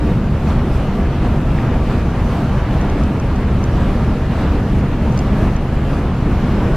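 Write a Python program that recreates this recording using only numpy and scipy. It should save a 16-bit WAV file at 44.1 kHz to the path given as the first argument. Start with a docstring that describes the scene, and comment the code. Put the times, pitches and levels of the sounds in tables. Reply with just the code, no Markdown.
"""A ferry's main diesel drones at the open deck rail, under way in a harbour. It beats against a generator
while a gear whines faintly: each is a set of sine tones. Random noise through resonances makes the hull and
exhaust rumble. Shaped noise makes the wind buffeting the microphone, the air along the deck and the hissing
wash. Short fading sine tones make a light knock on deck and the ticks of the camera body in the hand."""
import sys
import numpy as np
from scipy import signal
from scipy.fft import rfft, irfft, next_fast_len
from scipy.io import wavfile
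from scipy.ndimage import uniform_filter1d, map_coordinates

SR = 44100
rng = np.random.default_rng(int(sys.argv[2]) if len(sys.argv) > 2 else 0)


def log_audio(samples):
    """Write samples as a 16-bit WAV file to the path given in sys.argv[1]."""
    # one column per channel
    frames = np.atleast_2d(samples).T
    # limit to full scale, then quantise
    limited = np.clip(frames, -1, 1)
    pcm = np.round(limited * 32767).astype(np.int16)
    wavfile.write(sys.argv[1], SR, pcm)


N = 298116  # length in samples

# Average four-stroke cycles a second of the two engines, and gear teeth meeting a second
MAIN_HZ, GENERATOR_HZ, GEAR_HZ = 3.995, 7.487, 231.53
# Tones of each machine, before flutter and the mix: multiple_of_rate, level_db (rms)
MAIN_TONES = [(6, -26), (7, -40), (10, -32.5), (12, -25.5), (13, -28), (15, -43), (17, -26), (18, -29.5),
              (30, -30), (50, -32.5), (131, -47.5)]
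GENERATOR_TONES = [(4, -34), (5, -27), (10, -27), (11, -28.5), (12, -29), (14, -32), (17, -31), (19, -28.5),
                   (20, -32.5), (21, -49), (25, -38.5), (32, -38), (35, -43), (38, -48.5), (48, -49.5),
                   (50, -46.5), (75, -44.5)]
GEAR_TONES = [(1, -34), (2, -49), (3, -49), (4, -55.5), (5, -47.7), (6, -53.2), (12, -63.5), (13, -63)]

# Resonances of hull and exhaust, before the whole is scaled: pitch_hz, width_hz, relative_level_db
HULL_RESONANCES = [(118.4, 5.5, 3), (172, 9, -0.5), (199.5, 12, 1.5), (242.3, 10, -4), (289.7, 22.3, -10.5),
                   (414.7, 17.7, -11.5), (481.7, 14, -12.5), (642, 34, -17), (780, 24, -20.5),
                   (851, 16, -20.5), (927, 31, -18), (1686, 157, -31), (2580, 210, -38)]
HULL_DB, HULL_FOLLOWS = -25, 0.58  # base level; dB gained for each dB of buffeting lift

# Noise colours, as filter shapes before each layer's level is set: frequency_hz, relative_level_db
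THUD_COLOUR = [(15, -27), (30, 1.5), (50, 2), (75, -3), (110, -6), (200, -27), (500, -64), (2000, -120)]
BUFFET_COLOUR = [(30, -25), (70, -13.5), (105, -1), (140, 2), (220, -1.5), (300, -4), (390, -12.5),
                 (800, -31.5), (2000, -66), (6000, -120)]
ROAR_COLOUR = [(120, -40), (250, 0), (330, 0.5), (450, -2.5), (580, -6.5), (800, -18), (2000, -53),
               (6000, -120)]
RUSH_COLOUR = [(100, -44), (250, -6.5), (450, -3.5), (700, -1.4), (1050, -5.1), (1300, -5.9), (1500, -9.5),
               (1900, -12.9), (2700, -17.1), (4000, -26.7), (7000, -41), (15000, -74)]
HISS_COLOUR = [(800, -34), (2500, 4), (4000, 1), (5500, -3), (8000, -10), (11000, -13.5), (13500, -15),
               (15000, -29)]
# Stereo width of the noises, before gusts sway it: frequency_hz, side_minus_mid_db
STEREO_WIDTH = [(30, -42), (60, -53), (120, -50), (250, -28.5), (600, -23.5), (1260, -15.7), (2320, -10.5),
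                (4280, -5), (7870, 1), (14500, 7)]

# In the event tables below, length_s is the time from the peak until a change is down to 37 percent.
# Lifts of noise layers are given before each layer's sway scales them.
# Strongest eddies on the microphone: peak_s, length_s, thud_lift_db, buffet_lift_db
EDDY_EVENTS = [(0.12, .05, 6, 6), (0.5, 0.074, 11, 3.5), (.68, .04, 5, 5), (1.28, 0.092, 9, 3),
               (1.62, 0.074, 0, 7.5), (1.8, .05, -2, 1), (2.19, .05, 10, 1.5), (2.41, 0.036, 2, 4),
               (2.81, 0.069, 1, 2), (3.02, 0.053, 3, 6.5), (3.3, .065, 10, -1), (3.72, .05, 10, -1),
               (3.87, .05, 2, 3), (4.05, 0.033, 8, 4.5), (4.78, 0.074, 4, 5), (5.41, 0.099, 3, 9.5),
               (5.53, .06, 4, -4.5), (6.02, 0.043, 10, 2), (6.68, .1, -3, 4)]
# Brief dips of the rumble (below zero is a gain): bottom_s, length_s, deep_loss_db, upper_loss_db
RUMBLE_DIPS = [(0.29, 0.11, 5, 0.5), (0.88, .05, 2, 0.5), (.99, 0.037, 1, 0.5), (1.12, .04, 2, 0),
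               (1.41, 0.036, 6, 1.5), (1.63, .04, 7, 1.5), (2.39, 0.098, 6, -0.5), (2.65, .037, 0, 5),
               (3.14, .055, 10, -1.5), (3.38, .06, 1, 1), (3.6, 0.031, 1, -0.5), (4.34, 0.063, 4, 1.5),
               (4.64, .03, 7, -1.5), (5.01, 0.076, 1, 0), (5.68, .035, 6, 1), (5.82, 0.05, 2, 1),
               (6.15, 0.074, 6, 0.5), (6.3, .04, 0, 0.5), (6.53, .08, 4.5, -0.5)]
# Short gusts along the rail: peak_s, length_s, rush_lift_db, roar_lift_db
RAIL_GUSTS = [(0.08, 0.055, 1.5, 3), (0.51, .05, 2.5, -4), (1.14, .04, 4, 1), (1.25, 0.026, 4.5, 5),
              (1.64, 0.13, 2, 3), (1.92, 0.044, 4.5, 4), (2.37, .06, 1.3, -10), (2.82, 0.034, 1.5, 1.5),
              (2.95, 0.034, -0.5, -1), (3.96, .06, -1, 3.5), (4.47, 0.056, 1.5, -2), (4.83, 0.038, 1.5, 3),
              (5.36, 0.063, 1, 0), (6.69, .06, -0.5, 3.5)]
# Swells of the wash: crest_s, length_s, hiss_lift_db
WASH_SWELLS = [(0.48, .05, 3), (0.76, .045, 5.6), (1.93, .07, 3.5), (2.3, 0.074, 3.5), (2.55, .04, 3),
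               (3.9, .09, 2.8), (4.36, 0.074, 3), (4.78, .05, 3), (5.2, .05, 2), (5.94, .08, 2.5),
               (6.3, .05, 1.5)]
# Strength of the wind along the side, before sway: time_s, wind_db
WIND_STRENGTH = [(0.09, -2.2), (0.21, -5), (0.48, 0.3), (0.95, -0.5), (1.6, -0.5), (2.95, 2), (3.12, -.7),
                 (3.92, 1.5), (4.22, -1), (4.43, 2.5), (4.65, -1.4), (5.1, -0.5), (5.3, 1), (5.49, 2),
                 (5.59, -3.5), (5.98, 0.9), (6.12, -2.5), (6.62, 3)]

# Contacts of a light knock and its rattle: start_s, level_db, pitch_hz
KNOCK_CONTACTS = [(1.5795, -27.5, 2200), (1.5868, -18.5, 1900), (1.5926, -30, 2700), (1.6018, -29.5, 2450)]
# Creaks of the camera body, before a shared boost: start_s, level_db, in_step_db (added to in-step modes)
CAMERA_TICKS = [(2.8132, -33, -10), (2.8987, -32, -9), (3.0364, -33, -5), (3.1992, -30, -9),
                (3.3593, -36, -16), (3.6403, -27, -9), (5.1239, -36, -9), (5.1763, -29, -1),
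                (5.1909, -26.5, -2), (5.1957, -37, -6), (5.5647, -32, -14)]
# Ringing modes of that body: pitch_hz, relative_level_db, t60_s (time to fade by 60 dB),
# right_share (no unit: 1 in step with the left, -1 opposed)
CASING_MODES = [(2900, -2, .0045, 1), (4780, 0, .0045, 1), (8200, -14, .003, 1), (4500, -9, .003, -1),
                (6000, -3, .008, -1), (6900, -4, .005, -1), (10000, -11, .003, -1)]

# Base level of each noise layer in dB, before wind, lifts and sway
THUD_DB, BUFFET_DB, ROAR_DB, RUSH_DB, HISS_DB = -28.2, -23, -31, -29.2, -49.5
BUFFET_GROWS, HISS_GROWS = 1, 0.56  # dB for each dB of wind, before sway
DEEP_EDGE_HZ = 81  # where the deep bass ends
CLUMP_DB, CLUMP_RATE = .7, 30  # turbulence shared by roar and rush: depth in dB, random points a second
KNOCK_RISE_S, TICK_RISE_S = 0.00053, .0002
CEILING, TOP_HZ = .8, 15000  # where the camera rounds off peaks; its highest frequency


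def amp(db):
    """Turn decibels into a gain."""
    return 10 ** (np.asarray(db) / 20)


def unit(x):
    """Scale a signal to an rms level of 1."""
    return x / np.sqrt(np.mean(x ** 2) + 1e-20)


def along(points, hz):
    """Join (frequency, value) points by lines on a log frequency axis."""
    frequency, value = np.transpose(points)
    return np.interp(np.log(hz + 1), np.log(frequency + 1), value)


def curves(rows):
    """Give one value per sample for each column after the time."""
    times, *columns = np.transpose(rows)
    return [np.interp(np.arange(N) / SR, times, column) for column in columns]


def surges(events):
    """Make a curve for each dB column that builds up to each event and dies away after it."""
    t = np.arange(N) / SR
    return sum(np.outer(dbs, np.exp(-((t - peak) / length) ** 2)) for peak, length, *dbs in events)


def wobble(rate):
    """Draw a smooth random curve through `rate` random points a second."""
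    knots = rng.standard_normal(int(N * rate / SR) + 4)
    coarse = np.arange(0, N, 64)  # every 64th sample is enough for a slow curve
    smooth = map_coordinates(knots, [coarse * rate / SR])
    return np.interp(np.arange(N), coarse, smooth)


def filtered(x, response):
    """Multiply the spectrum of x by a response that depends on frequency."""
    size = next_fast_len(N + SR // 2)  # spare room for ringing
    spectrum = rfft(x, size) * response(np.fft.rfftfreq(size, 1 / SR))
    return irfft(spectrum, size)[..., :N]


def noise(colour, level_db, patchy_db, mid_sway, side_sway):
    """Make patchy stereo noise: mid is equal in both channels, side is opposed, and each sways with the level."""
    cells = signal.stft(rng.standard_normal((2, N)), nperseg=512)[2]
    patches = rng.standard_normal(cells.shape[1:])
    patches = uniform_filter1d(patches, size=8, axis=0)   # smooth over frequency
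    patches = uniform_filter1d(patches, size=12, axis=1)  # smooth over time
    pair = signal.istft(cells * amp(patchy_db * unit(patches)), nperseg=512)[1][:, :N]
    mid = filtered(pair[0], lambda hz: amp(along(colour, hz)))
    side = filtered(pair[1], lambda hz: amp(along(colour, hz) + along(STEREO_WIDTH, hz)))
    gain = amp(level_db.mean()) / np.std(mid)
    gust_db = level_db - level_db.mean()
    mid = mid * amp(mid_sway * gust_db)
    side = side * amp(side_sway * gust_db)
    return gain * np.array([mid + side, mid - side])


def machine(rate_hz, tones, drift, flutter_db, flutter_rate, stray):
    """Sound multiples of an unsteady shaft rate; moving air makes each waver in level and phase (turns)."""
    turns = np.cumsum(rate_hz * (1 + drift * wobble(2.09))) / SR
    total = np.zeros(N)
    for multiple, level_db in tones:
        level = amp(level_db + flutter_db * wobble(flutter_rate))
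        phase = round(multiple) * turns + rng.random() + stray * wobble(flutter_rate)
        total += level * np.sin(2 * np.pi * phase)
    return np.sqrt(2) * total  # rms levels to sine peaks


def engines():
    """Two diesels at unrelated speeds throb together under the broken whine of a gear."""
    main = machine(MAIN_HZ, MAIN_TONES, drift=0.0009, flutter_db=2.0, flutter_rate=3.664, stray=0.031)
    generator = machine(GENERATOR_HZ, GENERATOR_TONES, drift=0.0007, flutter_db=2.0, flutter_rate=4, stray=0.025)
    gear = machine(GEAR_HZ, GEAR_TONES, drift=0.001397, flutter_db=4.6, flutter_rate=12, stray=0.11)
    return main + amp(-0.1) * generator + amp(-0.5) * gear


def hull_response(hz):
    """Add the resonances of steel and exhaust, every second one with its sign flipped."""
    total = 0
    for k, (centre, width, level_db) in enumerate(HULL_RESONANCES):
        damping = 1j * hz * width
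        total = total + (-1) ** k * amp(level_db) * damping / (centre ** 2 - hz ** 2 + damping)
    return total


def hull():
    """Irregular vibration keeps steel and exhaust ringing; the ring wavers and swells with the buffeting."""
    _, buffet_lift = surges(EDDY_EVENTS)
    level_db = HULL_DB + HULL_FOLLOWS * buffet_lift + 1.2 * wobble(7)
    return amp(level_db) * unit(filtered(rng.standard_normal(N), hull_response))


def buffeting():
    """Wind on the microphone makes a deep thud and a higher buffeting, both changing as eddies pass."""
    wind_db, = curves(WIND_STRENGTH)
    thud_lift, buffet_lift = surges(EDDY_EVENTS)
    thud_db = THUD_DB + BUFFET_GROWS * wind_db + thud_lift + 1.6 * wobble(14)
    buffet_db = BUFFET_DB + BUFFET_GROWS * wind_db + buffet_lift + 1.7 * wobble(14)
    thud = noise(THUD_COLOUR, thud_db, patchy_db=0.0, mid_sway=0.97, side_sway=0.79)
    buffet = noise(BUFFET_COLOUR, buffet_db, patchy_db=-0.4, mid_sway=0.68, side_sway=0.89)
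    return thud + buffet


def rumble():
    """Ship and buffeting merge into one rumble whose deep and upper parts dip briefly now and then."""
    whole = engines() + hull() + buffeting()
    deep = filtered(whole, lambda hz: 1 / (1 + (hz / DEEP_EDGE_HZ) ** 8))
    upper = whole - deep
    deep_loss_db, upper_loss_db = surges(RUMBLE_DIPS)
    return amp(-deep_loss_db) * deep + amp(-upper_loss_db) * upper


def wind():
    """Air roars round the rail and rushes along the side, changing in gusts and broken into short clumps."""
    wind_db, = curves(WIND_STRENGTH)
    rush_lift, roar_lift = surges(RAIL_GUSTS)
    flow_db = wind_db + CLUMP_DB * wobble(CLUMP_RATE)
    rush_db = RUSH_DB + flow_db + rush_lift
    roar_db = ROAR_DB + flow_db + roar_lift + 1.1 * wobble(30)
    rush = noise(RUSH_COLOUR, rush_db, patchy_db=1.06, mid_sway=0.69, side_sway=0.59)
    roar = noise(ROAR_COLOUR, roar_db, patchy_db=1.2, mid_sway=0.74, side_sway=0.6)
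    return roar + rush


def wash():
    """The fine hiss of the water follows the wind and rises on each swell."""
    wind_db, = curves(WIND_STRENGTH)
    swell_db, = surges(WASH_SWELLS)
    hiss_db = HISS_DB + HISS_GROWS * wind_db + swell_db + 1.1 * wobble(24)
    return noise(HISS_COLOUR, hiss_db, patchy_db=2.0, mid_sway=0.98, side_sway=.6)


def knock():
    """Something on deck knocks, light and dead, with a small rattle; each contact rings two short tones."""
    out, t = np.zeros(N + SR), np.arange(SR // 50) / SR
    envelope = t / KNOCK_RISE_S * np.exp(1 - t / KNOCK_RISE_S)
    for start, level_db, hz in KNOCK_CONTACTS:
        ring = np.sin(2 * np.pi * hz * t) + amp(-15) * np.sin(2 * np.pi * 1.74 * hz * t)
        first = round(start * SR)
        out[first:first + len(t)] += amp(level_db) * envelope * ring
    return out[:N]


def ticks():
    """Each creak rings the casing briefly; some modes push the two microphone ports opposite ways."""
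    out, t = np.zeros((2, N + SR)), np.arange(SR // 50) / SR
    rise = 1 - np.exp(-t / TICK_RISE_S)
    for start, tick_db, in_step_db in CAMERA_TICKS:
        first = round(start * SR)
        for hz, mode_db, t60, right_share in CASING_MODES:
            level_db = tick_db + mode_db + in_step_db * (right_share > 0) + rng.normal(0, 1)
            ring = amp(level_db - 60 * t / t60) * rise * np.sin(2 * np.pi * hz * t)
            out[:, first:first + len(t)] += np.outer([1, right_share], ring)
    return amp(9.0) * out[:, :N]  # the shared boost


def scene():
    """Put ship and knock in the middle, with air, water and ticks in stereo."""
    return rumble() + wind() + wash() + knock() + ticks()


def record(dry):
    """The camera rounds off the tallest peaks, then keeps nothing above its band limit."""
    rounded = dry / (1 + (dry / CEILING) ** 8) ** (1 / 8)
    return filtered(rounded, lambda hz: hz < TOP_HZ)


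dry = scene()
out = record(dry)
log_audio(out)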